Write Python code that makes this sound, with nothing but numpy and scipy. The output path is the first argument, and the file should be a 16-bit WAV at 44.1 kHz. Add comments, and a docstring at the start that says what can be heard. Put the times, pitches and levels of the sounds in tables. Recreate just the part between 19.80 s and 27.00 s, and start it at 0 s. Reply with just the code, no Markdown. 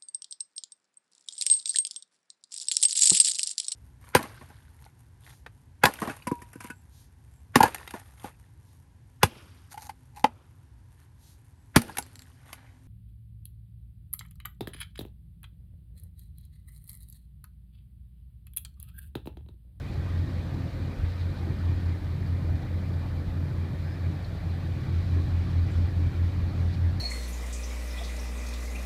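"""A cruise ship slides slowly past an open quay. Its two diesels run at slightly different speeds, so their
exhaust notes, built from multiples of the firing rates, beat into a throb over a dull roar of shaped noise.
Generators hum as sine waves. The bow wave fizzes and splashes with bursts of noise and short ringing grains.
Ventilation and the harbour rush behind it as noise, a breeze rumbles on the microphone, a few sharp ticks
ring out, and something squeaks faintly on a note that slides upward."""
import sys
import numpy as np
from scipy import signal
from scipy.fft import rfft, irfft
from scipy.io import wavfile

SR = 44100
rng = np.random.default_rng(int(sys.argv[2]) if len(sys.argv) > 2 else 0)


def generate_wav(signal):
    """Clip the signal to [-1, 1] and save it as 16-bit WAV at the path in sys.argv[1]."""
    frames = np.transpose(np.atleast_2d(signal))
    scaled = np.clip(frames, -1, 1) * 32767
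    pcm = np.round(scaled).astype(np.int16)
    wavfile.write(sys.argv[1], SR, pcm)


N = 317520
T = np.arange(N) / SR  # time in s
BINS_HZ = np.maximum(np.arange(N // 2 + 1) * SR / N, 1)  # frequencies of the spectrum

# How the exhaust note carries over the water: t/s, level/dB
NOTE_LEVEL = [(0, -42), (.15, -33.5), (.28, -34.5), (.39, -27.3), (.58, -32), (.7, -38.5), (.9, -37),
              (1.02, -33.5), (1.14, -36), (1.25, -29.3), (1.6, -32.5), (1.83, -27.4), (2.07, -28.8),
              (2.35, -32), (2.52, -30), (2.75, -30.3), (2.9, -31), (3.55, -31.8), (3.76, -30.6),
              (4.05, -32.4), (4.3, -31.2), (4.47, -36.5), (4.68, -30.8), (4.9, -34.5), (5.07, -33),
              (5.15, -26.2), (5.85, -25.2), (6.45, -26), (6.63, -28), (6.85, -25.4), (7.2, -25.8)]
# How loud the bow wave is: t/s, level/dB
WASH_LEVEL = [(0, -58.5), (1.95, -59), (2.3, -61.5), (3.9, -62), (4.25, -60), (4.75, -60), (5.25, -58),
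              (7.2, -59)]


def undb(db):
    """Turn decibels into a gain."""
    return 10 ** (np.asarray(db) / 20)


def unit(x):
    """Scale to an rms of one."""
    return x / np.sqrt(np.mean(x ** 2))


def curve(table):
    """Join rows of (t/s, value) by straight lines in time."""
    return np.interp(T, *np.transpose(table))


def ramp(start, length):
    """A straight rise from zero to one."""
    return np.clip((T - start) / length, 0, 1)


def hump(middle, length):
    """A smooth rise from zero to one and back."""
    return np.cos(np.pi * np.clip((T - middle) / length, -.5, .5)) ** 2


def walk(rate):
    """Smooth chance wavering of spread one; a higher rate (Hz) makes it move faster."""
    spectrum = rfft(rng.standard_normal(N))
    return unit(irfft(spectrum * np.exp(-(BINS_HZ / rate) ** 2), N))


def colour(x, points):
    """Give a sound a spectrum of (f/Hz, level/dB) points; rms one."""
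    hz, db = np.transpose(points)
    bins_db = np.interp(np.log(BINS_HZ), np.log(hz), db)
    return unit(irfft(rfft(x) * undb(bins_db), N))


def band(hz, width_hz):
    """Noise passed through a steep-sided resonance; rms one."""
    detune = (BINS_HZ / hz - hz / BINS_HZ) * hz / width_hz
    return unit(irfft(rfft(rng.standard_normal(N)) / (1 + detune ** 2), N))


def diesel(turns, orders, waver_db):
    """An exhaust note: multiples of the firing rate, each swelling and wavering in the air over the water."""
    note_db = curve(NOTE_LEVEL)
    mean_db = note_db.mean()
    out = np.zeros(N)
    for multiple, db, share in orders:
        level_db = mean_db + db + share * (note_db - mean_db) + waver_db * walk(12)
        out += np.sqrt(2) * undb(level_db) * np.cos(2 * np.pi * multiple * turns)
    return out


def surges():
    """How the sound of the funnel gains and loses on its way over the water, in dB."""
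    # Single surges (+) and fades (-): middle t/s, length/s, change/dB
    swells = [(0, 0.52, -5), (0.423, .2, 0.5), (0.762, 0.11, 6), (.85, .07, 3), (0.914, 0.074, -12),
              (1.054, 0.22, 3), (1.323, 0.52, -9.5), (1.7, 0.13, 4), (1.899, 0.085, 6.5), (2.28, 0.18, -2),
              (2.738, .1, 1.5), (4.44, 0.15, -8), (4.604, 0.12, -8), (5.142, .1, 5), (5.25, .1, -2.5),
              (5.376, .1, 3.5), (5.69, .1, 2), (6, .1, 1.5), (6.265, 0.13, 2.5)]
    return sum(db * hump(s, length) for s, length, db in swells)


def roar(slow, fast):
    """Turbulent gas puffs up the funnel at every firing and booms there; it surges and throbs on its way."""
    # Spectrum of the gas: f/Hz, relative level/dB
    gas_colour = [(40, -44), (90, -5.5), (125, -1.5), (152, 0.5), (185, -5), (240, -10), (320, -13),
                  (380, -17), (440, -24.5), (600, -29), (1200, -34.5), (3000, -94)]
    # Level of the funnel's upper resonance against the gas: t/s, level/dB
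    rasp_level = [(0, -13.5), (1.1, -13.5), (2.0, -11.5), (2.5, -14), (3.6, -13.8), (4.7, -16),
                  (6.2, -13.3), (7.2, -13.5)]
    puffs = 1 + 0.084 * np.cos(2 * np.pi * slow) + 0.22 * np.cos(2 * np.pi * 2 * fast)
    gas = colour(puffs * rng.standard_normal(N), gas_colour)

    # a boom that climbs as the ship moves on
    boom_hz, rise_hz_per_s, boom_width_hz, boom_db = 127, 7, 13.3, -9
    turns = np.cumsum(boom_hz + rise_hz_per_s * T) / SR
    boom = walk(boom_width_hz) * np.cos(2 * np.pi * turns)
    boom += walk(boom_width_hz) * np.sin(2 * np.pi * turns)
    rasp = undb(curve(rasp_level)) * band(hz=281, width_hz=130)

    roar_db, waver_db, follows_note = -38, 1.17, .05
    note_db = curve(NOTE_LEVEL)
    swell_db = surges() + follows_note * (note_db - note_db.mean())
    # slightly softer when the two engines' second multiples are in step
    throb_db = -0.43 * np.cos(2 * np.pi * 2 * (fast - slow))
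    level_db = roar_db + swell_db + throb_db + waver_db * walk(13.6)
    return (gas + boom * undb(boom_db) + rasp) * undb(level_db)


def engines():
    """Two exhaust notes beat against each other over their common roar."""
    # Firing rate of the slower engine, held by its governor: t/s, f/Hz
    slow_speed = [(0, 41.31), (2.3, 41.32), (4.6, 41.41), (5.7, 41.36), (6.5, 41.23), (7.2, 41.3)]
    # Slower exhaust note: multiple of the firing rate, level/dB, swell per dB of the note/dB
    slow_orders = [(1, -17, 0.8), (2, -7.5, 1.25), (3, -12, 0.5), (5, -29.5, 1), (7, -27.5, 1)]
    # Faster exhaust note: multiple of the firing rate, level/dB, swell per dB of the note/dB
    fast_orders = [(2, -0.5, 0.91), (4, -22, 0.56)]
    fast_hz, in_step_s = 43.665, 6.008
    slow = np.cumsum(curve(slow_speed)) / SR
    slow = slow - np.interp(in_step_s, T, slow)  # both engines fire together at this moment
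    fast = fast_hz * (T - in_step_s)
    notes = diesel(slow, slow_orders, waver_db=1.4) + diesel(fast, fast_orders, waver_db=0.23)
    return notes + roar(slow, fast)


def generators():
    """Generators and pumps hum at fixed pitches, drifting in level and partly following the roar's surges."""
    # Hum of each machine: f/Hz, level at the start/dB, drift/(dB per s)
    machines = [(59.72, -55, 0.5), (89.1, -46.5, 0), (119.1, -54.5, 0.7), (142.6, -50.5, -0.4),
                (176.4, -65, -0.4), (265.6, -54, -0.58), (315, -62.5, 0.45)]
    follows_roar = 0.49  # share of the roar's surges
    hum = np.zeros(N)
    for hz, db, drift in machines:
        level_db = db + drift * T + 0.85 * walk(2.9)
        hum += np.sqrt(2) * undb(level_db) * np.sin(2 * np.pi * (hz * T + rng.random()))
    return hum * undb(follows_roar * surges())


def breeze():
    """A light, restless wind on the microphone with one lull; now and then an eddy thuds against it."""
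    # Spectrum of the wind: f/Hz, relative level/dB
    wind_colour = [(10, -26), (25, -7), (42, -2), (52, 4), (68, 7.5), (84, 2), (103, 7.5), (135, -10),
                   (250, -21.5), (600, -63), (3000, -91)]
    # Gusts on the microphone: middle t/s, length/s, peak level/dB
    gust_table = [(1.225, 0.15, -26), (1.975, 0.078, -36), (2.718, 0.14, -28), (3.495, .1, -33),
                  (4.47, 0.14, -29), (6.01, 0.16, -30), (6.27, 0.081, -34)]
    breeze_db, waver_db, lull_db = -38.5, 0.4, -4
    steady_db = breeze_db + lull_db * hump(middle=3.7, length=2.0) + waver_db * walk(2.0)
    wind = colour(rng.standard_normal(N), wind_colour) * undb(steady_db)
    gusts = sum(undb(db) * hump(s, length) for s, length, db in gust_table)
    return wind + band(hz=64.3, width_hz=42) * gusts


def patchy(flicker_db, rate, count=36):
    """Rushing noise whose narrow bands swell and fade each on their own."""
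    centres = np.geomspace(200, 5000, count)
    return sum(np.sqrt(hz) * band(hz, hz / 7) * undb(flicker_db * walk(rate)) for hz in centres)


def air():
    """Ventilation and far harbour: noise in randomly flickering bands, its level partly following the bow wave."""
    # Spectrum of the rush: f/Hz, relative level/dB
    air_colour = [(100, 1.5), (430, 3), (530, 3), (780, 1.5), (960, -3), (1150, -1.5), (1340, -3.5),
                  (1850, -1.5), (2170, -7.5), (2360, -4), (2510, -7), (2620, -18), (4000, -12), (8000, -33)]
    # Level of a hollow tone that comes and goes in the rush: t/s, level/dB
    hollow_level = [(0, -56), (1.5, -54.5), (2.1, -68), (2.95, -54), (4.3, -59.5), (5.6, -65), (7.2, -71)]
    air_db, follows_wash = -49, 0.29  # level, and share of the bow wave's swell
    wash_db = curve(WASH_LEVEL)
    level_db = air_db + follows_wash * (wash_db - wash_db.mean())
    rush = colour(patchy(flicker_db=2.5, rate=16.4), air_colour) * undb(level_db)
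    return rush + undb(curve(hollow_level)) * band(hz=510, width_hz=144)


def bubbles(spectrum):
    """Countless bursting bubbles of uneven size, made of random clicks; rms one."""
    size_db, biggest_db = 2.2, 19
    bursts = (rng.random(N) < .4) * rng.standard_normal(N)
    sizes = undb(np.minimum(size_db * rng.exponential(size=N), biggest_db))
    return colour(bursts * sizes, spectrum)


def grains(size=2048):
    """Short ringing grains, each at its own slightly rising pitch, that roughen the foam's noise."""
    grains_per_s, cycles, scatter_db = 700, 110, 2.0
    rise = .02  # share by which the pitch climbs
    out = np.zeros(N + size)
    age = np.arange(size) / SR
    along = age / age[-1]  # from zero to one over the ring
    for when, pitch, chance in rng.random((int(grains_per_s * N / SR), 3)):
        hz = 1000 + 5000 * pitch
        fade = np.exp(-2 * hz * age / cycles) * (1 - along)
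        ring = np.sin(2 * np.pi * hz * age * (1 + rise * along / 2)) * fade
        start = int(when * N)
        out[start:start + size] += ring * undb(-scatter_db * np.log(0.014 + chance))
    return out[:N]


def bow_wave():
    """Foam fizzes, roughened by grains, as the wave folds over; later it also throws spray in uneven surges."""
    # Spectrum of the foam: f/Hz, relative level/dB
    wash_colour = [(800, -18), (2000, 0.5), (2750, 0.1), (3100, -0.5), (3400, 0), (3750, 0.3), (4030, 1.9),
                   (4220, -0.5), (4450, 0.9), (4750, -2.5), (5100, -6), (5400, -6), (7000, -10.5),
                   (10000, -19), (15000, -39)]
    # Level of the brighter spray: t/s, level/dB
    spray_level = [(0, -82), (3, -72), (4.7, -74), (5.05, -68.5), (5.3, -63), (5.55, -67), (5.72, -63.5),
                   (5.82, -72), (5.95, -59), (6.08, -70), (6.2, -64), (6.33, -70), (6.5, -65), (6.68, -71),
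                   (6.85, -63), (7.2, -68)]
    # Spectrum of the spray: f/Hz, relative level/dB
    spray_colour = [(2000, -17), (2900, 3.5), (3900, 2), (5400, -1), (7000, -12), (10000, -16),
                    (15000, -25)]
    grain_ring_db, surge_db, spray_flicker_db = -1, .35, 1.5  # grains are set against the fizz
    foam = unit(bubbles(wash_colour) + undb(grain_ring_db) * colour(grains(), wash_colour))
    foam *= undb(curve(WASH_LEVEL) + surge_db * walk(13))
    spray = bubbles(spray_colour) * undb(curve(spray_level) + spray_flicker_db * walk(20))
    return foam + spray


def splashes():
    """Wavelets break near the quay: each a short cloud of like-sized bubbles, heard as a puff of noise."""
    # Single laps and splashes: start t/s, level/dB, centre f/Hz, width/Hz, length/s
    laps = [(.115, -59.5, 4100, 1500, 0.037), (0.767, -53, 596, 220, 0.083), (1.38, -55, 3900, 1200, 0.052),
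            (1.57, -60, 4000, 1200, .035), (1.99, -57.5, 3700, 1500, .025), (3.212, -50, 770, 420, .07),
            (4.441, -55, 4100, 900, 0.022), (4.604, -52, 617, 250, 0.047), (5.87, -52, 2050, 800, 0.04),
            (5.9, -66, 7400, 2000, .045), (6.7, -71, 5930, 3000, 0.21), (6.79, -55, 745, 500, .1),
            (6.92, -53.5, 4330, 1100, 0.036)]
    out = np.zeros(N)
    for s, db, hz, width_hz, length in laps:
        age = np.maximum(T - s, 0) / (length / 2)  # loudest when this reaches one
        out += undb(db) * band(hz, width_hz) * age * np.exp((1 - age ** 2) / 2)
    return out


def paving(x, reflection):
    """The sound arrives once more off the ground, which ripples its spectrum."""
    # extra delay of the bounce, growing as the ship moves
    bounce_s, bounce_s_per_s = .0032, .00006
    return x + reflection * np.interp(T - bounce_s - bounce_s_per_s * T, T, x)


def ticks():
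    """Small sharp ticks: each starts at once and rings out at one pitch."""
    # Single ticks: start t/s, level/dB, f/Hz, time to fade by 60 dB/s
    tick_table = [(3.534, -56.5, 10500, .0015), (4.446, -43.5, 4300, 0.05), (5.917, -56, 7800, .004)]
    out = np.zeros(N)
    for s, db, hz, t60 in tick_table:
        age = np.maximum(T - s, 0)
        out += undb(db) * np.sin(2 * np.pi * hz * age) * np.exp(-np.log(1000) * age / t60)
    return out


def squeak():
    """A faint, hoarse, held note that slides upward, with a thin, fluttering ring above it."""
    start_s, length_s, attack_s, release_s = 4.03, 0.16, 0.028, 0.043
    squeak_db, squeak_hz, rise_hz, hoarse = -54.5, 1476, 278, .45
    ring_db, flutter_db = -13, 3.5  # the ring is set against the note
    fade_start_s = start_s + length_s - release_s
    held = ramp(start_s, attack_s) * (1 - ramp(fade_start_s, release_s))
    glide_hz = squeak_hz + rise_hz * np.sin(np.pi / 2 * ramp(start_s, length_s))
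    turns = np.cumsum(glide_hz) / SR
    note = unit(np.sin(2 * np.pi * turns) * (.5 + hoarse * walk(200)))
    ring = band(hz=5060, width_hz=380) * undb(ring_db + flutter_db * walk(30))
    return (note + ring) * undb(squeak_db) * held


def scene():
    """Ship, water and wind in the open air."""
    rush = paving(air() + bow_wave() + splashes(), reflection=0.098)
    return (engines() + generators() + breeze() + rush + ticks() + squeak())[None]


def record(dry):
    """Steady hiss is added and a steep filter cuts the very top."""
    hiss_db, top_hz = -66.5, 15350
    noisy = dry + undb(hiss_db) * rng.standard_normal(dry.shape)
    top_cut = signal.ellip(12, .1, 80, top_hz, fs=SR, output="sos")
    return signal.sosfilt(top_cut, noisy)


dry = scene()
out = record(dry)
generate_wav(out)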